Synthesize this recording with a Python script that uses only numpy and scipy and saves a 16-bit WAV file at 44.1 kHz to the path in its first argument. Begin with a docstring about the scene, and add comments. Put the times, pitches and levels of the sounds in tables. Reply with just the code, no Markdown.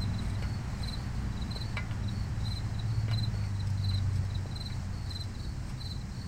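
"""A cricket chirps close by in a yard, with weaker neighbours around it and one far off and blurred.
Each stroke of a chirp is a scraper running along a wing's file, its tone sagging as it slows.
Someone fits a metal cover onto a small engine block: the cover clinks and scrapes lightly,
the block knocks dully and a bolt ticks. A distant motor vehicle hums past, dropping in pitch,
over a farther motor, a steady rumble of traffic and the fine hiss of many insects."""
import sys
import numpy as np
from scipy import signal
from scipy.fft import rfft, irfft, next_fast_len
from scipy.io import wavfile
from scipy.ndimage import uniform_filter1d

SR = 44100
rng = np.random.default_rng(int(sys.argv[2]) if len(sys.argv) > 2 else 0)


def master_out(mix):
    """Clip the mix to full scale and print it as 16-bit PCM to the path in sys.argv[1]."""
    frames = np.transpose(np.atleast_2d(mix))
    ceiling = np.clip(frames, -1, 1)
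    pcm = np.round(ceiling * 32767).astype(np.int16)
    wavfile.write(sys.argv[1], SR, pcm)


N = 276507
TIME = np.arange(N) / SR
PADDED = next_fast_len(N, True)


def from_db(db):
    return 10 ** (np.asarray(db) / 20)


def rms_one(x):
    return x / np.sqrt(np.mean(x ** 2) + 1e-20)


def phase_of(hz):
    return 2 * np.pi * np.cumsum(hz) / SR


def automation(rows):
    """Breakpoints, time first, drawn out into one curve for each further column."""
    times, *columns = np.transpose(rows)
    return [np.interp(TIME, times, column) for column in columns]


def drift(rate_hz):
    """A smooth random wobble; rms 1."""
    hz = np.fft.rfftfreq(PADDED, 1 / SR)
    spectrum = rfft(rng.standard_normal(PADDED)) / (1 + (hz / rate_hz) ** 2)
    return rms_one(irfft(spectrum, PADDED)[:N])


def noise(eq):
    """Noise shaped by an EQ curve and rolled off beyond its ends; rms 1."""
    hz, gain_db = np.transpose(eq)
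    grid = np.fft.rfftfreq(PADDED, 1 / SR) + 1
    skirts = np.minimum(grid / hz[0], 1) ** 2 * np.minimum(hz[-1] / grid, 1) ** 2
    colour = skirts * from_db(np.interp(np.log(grid), np.log(hz), gain_db))
    return rms_one(irfft(rfft(rng.standard_normal(PADDED)) * colour, PADDED)[:N])


def narrow_noise(hz, width_hz):
    """A tone whose strength and phase wander; rms 1."""
    phase = phase_of(np.full(N, hz))
    return rms_one(drift(width_hz / 2) * np.cos(phase) + drift(width_hz / 2) * np.sin(phase))


def gate(start, end, fade_s):
    """Fades in around the start and out around the end."""
    return np.clip((TIME - start) / fade_s + .5, 0, 1) * np.clip((end - TIME) / fade_s + .5, 0, 1)


def clicks(times, level_db):
    out = np.zeros(N)
    out[(np.asarray(times) * SR).astype(int)] = from_db(level_db)
    return out


def ring(force, hz, t60):
    """One mode: a unit click sets a sine of height 1 ringing."""
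    radius, angle = from_db(-60 / (t60 * SR)), 2 * np.pi * hz / SR
    return signal.lfilter([0, np.sin(angle)], [1, -2 * radius * np.cos(angle), radius ** 2], force + 1e-18)


def decay(force, t60):
    """Every click triggers a dying envelope."""
    return signal.lfilter([1], [1, -from_db(-60 / (t60 * SR))], force + 1e-18)


def add_centred(out, centre_s, sound):
    at = round(centre_s * SR) - len(sound) // 2 + np.arange(len(sound))
    inside = (at >= 0) & (at < N)
    out[at[inside]] += sound[inside]


# Reflections off ground, engine and walls. Each row: delay in seconds, gain in dB.
ECHOES = [(.0042, -47), (0.012, -24), (0.023, -42), (.029, -19.5)]

def yard(x, scatter_db, t60):
    """Adds a few distinct echoes and a short scatter from grass and walls."""
    age = TIME[:SR // 2]
    tail = rng.standard_normal(len(age)) * from_db(-60 * age / t60)
    scatter = signal.fftconvolve(x, tail / np.linalg.norm(tail))[:N]
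    echoes = sum(from_db(db) * np.interp(TIME - lag, TIME, x, left=0) for lag, db in ECHOES)
    return x + from_db(scatter_db) * scatter + echoes


def wing_stroke(sweep, shift_hz, octave_db, third_db, rough, stretch=1):
    """The scraper runs along the wing's file and slows down, so the tone sags as it ends."""
    times, height, hz = np.transpose(sweep)
    age = np.arange(-SR // 32, SR // 32) / SR / stretch
    pitch = shift_hz + np.interp(age, times, hz)
    phase = phase_of(pitch)
    uneven_teeth = rms_one(uniform_filter1d(rng.standard_normal(len(age)), size=60))
    envelope = np.interp(age, times, height, left=0, right=0) * (1 + rough * uneven_teeth)
    # The octave is strong only while it lies on a resonance of the wing.
    octave = from_db(octave_db) / (1 + ((pitch - 4105) / 70) ** 2)
    tone = np.sin(phase) + octave * np.sin(2 * phase) + from_db(third_db) * np.sin(3 * phase)
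    return np.sqrt(2) * envelope * tone


# A full stroke before stretching. Each row: seconds from its peak, amplitude, pitch in Hz.
LONG_SWEEP = [(-.017, .14, 4120), (-.006, .68, 4100), (0, 1.07, 4065), (.0035, .85, 4005),
              (.0065, .27, 3910), (.009, .36, 3820), (.013, .12, 3710)]
# A short stroke. Each row: seconds from its peak, amplitude, pitch offset in Hz.
SHORT_SWEEP = [(-.014, .14, 160), (-.007, .42, 140), (0, 1.1, 5), (.004, .72, -120), (.008, .18, -240)]
# The body of a chirp. Each row: lead on the chirp's cue in seconds, gain in dB, length factor.
FULL_STROKES = [(.1005, 0, 0.77), (.052, 0.4, 1.0), (0.00081, .5, 0.97)]
# Chirps, cued at the last stroke. Each row: cue in seconds, level in dB, stroke length factor.
NEAR_CHIRPS = [(.029, -39.5, 1.4), (.941, -38.5, 1.0), (1.619, -38, 0.92), (2.574, -40, 1.37),
               (3.241, -36, 1.0), (3.950, -37.5, 1.03), (4.666, -38.5, 0.96), (5.215, -37.7, 1.04),
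               (5.917, -41, 1.25)]

def near_cricket():
    """Each chirp is one soft opening wing stroke and three full ones, each slightly detuned."""
    opening_lead_s, opening_db, opening_hz = .137, -17, 3930
    out = np.zeros(N)
    detunes_hz = 12 * rng.standard_normal((len(NEAR_CHIRPS), len(FULL_STROKES)))
    for (cue, db, length), detunes in zip(NEAR_CHIRPS, detunes_hz):
        opening = wing_stroke(SHORT_SWEEP, opening_hz, octave_db=-18, third_db=-38, rough=.14)
        add_centred(out, cue - opening_lead_s, from_db(db + opening_db) * opening)
        for (lead, gain_db, share), detune in zip(FULL_STROKES, detunes):
            stroke = wing_stroke(LONG_SWEEP, detune, octave_db=-17.5, third_db=-29.5, rough=.055,
                                 stretch=length * share)
            add_centred(out, cue - lead, from_db(db + gain_db) * stroke)
    return out


# The pass-by. Each row: time in seconds, firing rate in Hz, level of the firing tone in dB.
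PASS_BY = [(0, 118.7, -44), (1, 115.4, -47.5), (2, 110.9, -38.5), (2.75, 108.9, -37), (3.12, 108.5, -30),
           (3.3, 106.2, -33.5), (3.5, 99.3, -34.5), (4.05, 95.3, -30), (4.36, 94.6, -35),
           (4.55, 94.34, -43), (5, 92.9, -38.5), (6.27, 90.5, -51)]

def passing_motor():
    """Only low engine orders carry this far; the third booms as it sinks through the exhaust resonance."""
    exhaust_hz, exhaust_width_hz = 151.5, 6.2
    firing_hz, firing_db = automation(PASS_BY)
    turn = phase_of(firing_hz / 2)
    boom = from_db(-23) + from_db(-13) / (1 + ((1.5 * firing_hz - exhaust_hz) / exhaust_width_hz) ** 2)
    orders = np.sin(2 * turn) + boom * np.sin(3 * turn) + from_db(-34) * np.sin(4 * turn)
    hum = from_db(firing_db + 1.04 * drift(28)) * orders
    # The throb at half the firing rate follows the hum's swells only slightly.
    throb = from_db(-46.5 + .19 * (firing_db - firing_db.mean())) * np.sin(turn)
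    return np.sqrt(2) * (hum + throb)


# A second hum. Each row: time in seconds, pitch in Hz, level before the fade-out in dB.
FARTHER_MOTOR = [(0, 100.3, -34), (.9, 95.06, -47), (2, 91.5, -42.5), (2.55, 90.95, -38), (3.2, 90.5, -45)]

def farther_motor():
    """A bare low tone that sinks in pitch and is gone by about three seconds."""
    hz, db = automation(FARTHER_MOTOR)
    return np.sqrt(2) * from_db(db) * np.sin(phase_of(hz)) * gate(-1, 2.8, fade_s=.48)


# Wavering traffic drones. Each row: pitch in Hz, opening level in dB, change in dB per second.
DRONES = [(124.5, -47, .3), (148.2, -54.5, 0), (180.5, -50, -1.5), (197.5, -49, -0.64), (222.4, -51, -1.75)]
# EQ curves of the low rumble and the soft wash. Each row: frequency in Hz, gain in dB.
RUMBLE_EQ = [(20, 5.5), (35, -4.5), (55, 7.5), (80, 2), (125, 2.5), (170, -5), (220, -8), (280, -11.5),
             (380, -19.5), (600, -30)]
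WASH_EQ = [(300, 0), (500, -2), (800, 2.5), (1200, -1.5), (1900, -2), (2600, -8.5), (3400, -13.5),
           (5000, -16.5)]

def traffic():
    """A bed of drones, rumble and a wash of far sounds that eases off as the traffic recedes."""
    rumble_db_per_s, wash_db_per_s = -.66, -.82
    drones = sum(from_db(db + slope * TIME) * narrow_noise(hz, width_hz=3.04) for hz, db, slope in DRONES)
    rumble = from_db(-36 + rumble_db_per_s * TIME + .78 * drift(1)) * noise(RUMBLE_EQ)
    wash = from_db(-49 + wash_db_per_s * TIME + .5 * drift(4.5)) * noise(WASH_EQ)
    return drones + rumble + wash


# EQ curve of the insect hiss. Each row: frequency in Hz, gain in dB.
CHORUS_EQ = [(3300, -28), (4000, 3), (4600, -2), (5100, 3.5), (5350, 2), (5620, -1), (5950, -0.5),
             (7000, -1), (7700, -1.5), (8200, -1), (9000, -10.5), (10500, -23.5), (13200, -18),
             (15500, -16)]
# Thin trills. 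Each row: pitch in Hz, bandwidth in Hz, average level in dB.
TRILLS = [(4650, 200, -73.5), (5600, 160, -73), (8180, 250, -78.5)]

def insect_chorus():
    """Many distant insects blend into a fine hiss in which trills come and go."""
    hiss = from_db(-60 + .77 * drift(12)) * noise(CHORUS_EQ)
    trills = sum(from_db(db + 3 * drift(2.7)) * narrow_noise(hz, width) for hz, width, db in TRILLS)
    return hiss + trills


# Answering chirps. Each row: last stroke in seconds, its level in dB, pitch in Hz, dB gained per stroke.
NEIGHBOUR_CHIRPS = [(.193, -43.5, 3990, 5), (.355, -50, 4000, 2), (.75, -55.5, 4200, 3),
                    (1.254, -60, 4140, 1.5), (1.423, -43, 3950, 7), (1.775, -43, 3950, 17),
                    (2.089, -43, 3940, 11), (2.456, -43.5, 3890, 11), (2.693, -58.5, 4180, -2),
                    (2.797, -43, 3950, 10), (2.908, -54, 4020, 4), (3.607, -44, 4000, 8),
                    (3.783, -51, 4030, 10), (3.982, -43, 3930, 12), (4.164, -57, 4100, 3),
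                    (4.355, -42.5, 3930, 9.5), (4.518, -49.5, 4020, 8), (4.726, -47, 4000, 9),
                    (5.449, -51, 4000, 0.5), (6.015, -52.5, 4040, -0.5), (6.216, -54, 4150, 2)]

def neighbour_crickets():
    """Three short wing strokes to a chirp, mostly growing louder."""
    gap_s = .0475
    out = np.zeros(N)
    for cue, db, hz, growth_db in NEIGHBOUR_CHIRPS:
        for back in range(3):
            stroke = wing_stroke(SHORT_SWEEP, hz, octave_db=-16, third_db=-40, rough=.18)
            add_centred(out, cue - back * gap_s, from_db(db - back * growth_db) * stroke)
    return out


# Dull knocks on the block. Each row: start in seconds, strike level in dB.
KNOCKS = [(0.118, -45.5), (0.424, -39.5), (1.562, -39), (3.082, -41), (3.343, -44), (4.24, -44),
          (4.457, -39)]
# The block's modes. Each row: frequency in Hz, gain in dB, seconds to decay by 60 dB.
BLOCK_MODES = [(360, -30, 0.025), (473, -2.5, 0.041), (569, -1, 0.029), (800, -22, 0.052)]

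def block_knocks():
    """The heavy casting answers each bump with a short low knock."""
    starts, level_db = np.transpose(KNOCKS)
    return sum(ring(clicks(starts, level_db + db), hz, t60) for hz, db, t60 in BLOCK_MODES)


# Light scrapes. Each row: start in seconds, end in seconds, hiss level in dB.
SCRAPES = [(0.2, 0.342, -62), (0.797, 0.933, -59.5), (2.442, 2.578, -62), (4.133, 4.20, -64),
           (5.665, 5.722, -65)]
# EQ curve of metal friction. Each row: frequency in Hz, gain in dB.
FRICTION_EQ = [(1200, 5.5), (2500, -1), (5000, 9), (8000, -6), (10500, -6), (15000, -12)]
# Squeak bands. Each row: pitch in Hz, bandwidth in Hz, relative level in dB.
SQUEAKS = [(2270, 160, 6.5), (8240, 440, 6.5), (9500, 300, -3)]

def cover_scrapes():
    """Metal sliding on metal hisses unevenly and squeaks thinly."""
    slides = sum(from_db(db) * gate(start, end, fade_s=.036) for start, end, db in SCRAPES)
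    grain = from_db(3 * drift(60))
    squeak = sum(from_db(db - 8.5) * narrow_noise(hz, width) for hz, width, db in SQUEAKS)
    return slides * grain * (noise(FRICTION_EQ) + squeak)


# Blurred chirps. Each row: start in seconds, length in seconds, relative level in dB.
FAR_CHIRPS = [(0.388, 0.2, -55.5), (0.825, 0.25, -56), (1.135, 0.092, -59), (1.53, 0.21, -57),
              (2.103, 0.15, -55.5), (2.868, 0.16, -56.5), (3.335, 0.16, -56.5), (3.795, 0.14, -56.5),
              (4.15, .17, -68), (4.605, 0.17, -58.5), (4.932, 0.18, -57), (5.38, 0.14, -55),
              (5.78, 0.16, -54), (6.148, 0.17, -55)]

def far_cricket():
    """Many paths smear its strokes into a throbbing band."""
    pitch_hz, strokes_per_s = 4425, 26
    chirps = sum(from_db(db) * gate(start, start + length, fade_s=.032) for start, length, db in FAR_CHIRPS)
    throb = 1 + .21 * np.sin(phase_of(strokes_per_s + 1.5 * drift(3.2)))
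    tone = narrow_noise(pitch_hz, width_hz=210)
    tone += from_db(-17) * narrow_noise(2 * pitch_hz, width_hz=400)
    tone += from_db(-23) * narrow_noise(13250, width_hz=510)
    return from_db(-1.2) * yard(chirps * throb * tone, scatter_db=-10.5, t60=.9)


# A bolt taps the cover. Each row: start in seconds, relative level in dB.
TICKS = [(0.4244, -55), (1.7686, -51), (3.1121, -50), (3.6714, -51.5), (3.7018, -52), (3.9744, -56),
         (4.1588, -53), (4.2494, -55), (4.3756, -56), (5.0953, -53), (5.132, -51), (5.238, -53),
         (5.696, -53)]
# The steel bolt's modes. Each row: frequency in Hz, gain in dB, seconds to decay by 60 dB.
BOLT_MODES = [(5010, 1, 0.057), (5290, 2, 0.099), (5470, -17, .04), (7910, 0, 0.05), (9500, -10, 0.067)]

def bolt_ticks():
    """Each tick starts with a dry crack and sets the bolt tinkling briefly."""
    starts, level_db = np.transpose(TICKS)
    variation_db = 2.1 * rng.standard_normal((len(starts), len(BOLT_MODES)))
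    tinkle = sum(ring(clicks(starts, level_db + db - 4 + variation_db[:, k]), hz, t60)
                 for k, (hz, db, t60) in enumerate(BOLT_MODES))
    crack = decay(clicks(starts, level_db - 1), t60=.08) * noise(FRICTION_EQ)
    return crack + tinkle


def with_rebounds(blows, touches, gap_s, loss_db):
    """The loose cover bounces: each blow becomes a quick run of ever weaker touches."""
    return [(start + k * gap_s, db - k * loss_db, *rest)
            for start, db, *rest in blows for k in range(touches)]


# Blows on the cover. Each row: start in seconds, relative level in dB, brightness in Hz, rim gain in dB.
CLINKS = [(.425, -39.5, 4900, -1), (1.562, -46, 1100, -13), (1.769, -30, 5000, 1.5),
          (1.911, -37, 1900, -19), (3.082, -39, 1296, 2), (3.112, -34, 6000, -11), (3.341, -46, 1520, -5),
          (3.436, -46, 2475, 2), (3.913, -43, 3020, -3), (4.70, -46, 2500, 3), (5.70, -45.5, 3030, -18)]
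# The cover's modes. Each row: frequency in Hz, gain in dB, seconds to decay by 60 dB.
COVER_MODES = [(590, -13, 0.063), (697, -16, 0.15), (986, -9, 0.081), (1043, -15, 0.21),
               (1168, -7.5, 0.078), (1436, -7, 0.21), (1640, -6.5, 0.095), (1820, -17, .1),
               (2043, -5.5, .19), (2105, -5, .075), (2298, 2.5, 0.048), (2406, -19, .15),
               (2540, -13.5, .09), (2670, -11, 0.086), (2880, -4, 0.048), (3180, -17, .04),
               (4129, -14, .06), (4730, -10, .04)]
# EQ curve of the clatter. Each row: frequency in Hz, gain in dB.
CLATTER_EQ = [(450, 0), (1100, 7.5), (1600, 0), (2300, 0), (2850, 3), (3400, -2), (5000, -15), (8000, -36)]

def cover_clinks():
    """Each touch rings every mode; a soft contact dulls the highs, a rim hit brings out the rim's note."""
    rim_hz, rim_width_hz = 2080, 430   # the modes that move the rim most
    hits = with_rebounds(CLINKS, touches=3, gap_s=.0095, loss_db=5)
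    starts, level_db, bright_hz, rim_db = np.transpose(hits)
    starts = starts + .0003 * rng.standard_normal(len(starts))
    variation_db = .98 * rng.standard_normal((len(starts), len(COVER_MODES)))
    ringing = np.zeros(N)
    for k, (hz, mode_db, t60) in enumerate(COVER_MODES):
        dull_db = 10 * np.log10(1 + (hz / bright_hz) ** 2)
        place_db = rim_db * np.exp(-((hz - rim_hz) / rim_width_hz) ** 2)
        strike_db = level_db + mode_db + place_db - dull_db + variation_db[:, k] - 4
        ringing += (-1) ** k * ring(clicks(starts, strike_db), hz, t60)
    # Many quickly damped modes merge into a short clatter.
    clatter = decay(clicks(starts, level_db - 4.5), t60=.024) * noise(CLATTER_EQ)
    return yard(ringing + clatter, scatter_db=-12.5, t60=.21)


def scene():
    """Crickets and metalwork over the distant bed, in mono."""
    crickets = yard(near_cricket() + neighbour_crickets(), scatter_db=-9.5, t60=.12) + far_cricket()
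    metalwork = cover_clinks() + block_knocks() + bolt_ticks() + cover_scrapes()
    bed = passing_motor() + farther_motor() + traffic() + insect_chorus()
    return (crickets + metalwork + bed)[None]


def record(dry):
    """A steep low-pass takes off the very top."""
    cutoff_hz = 15800
    return signal.sosfiltfilt(signal.ellip(10, .05, 70, cutoff_hz, fs=SR, output="sos"), dry)


dry = scene()
out = record(dry)
master_out(out)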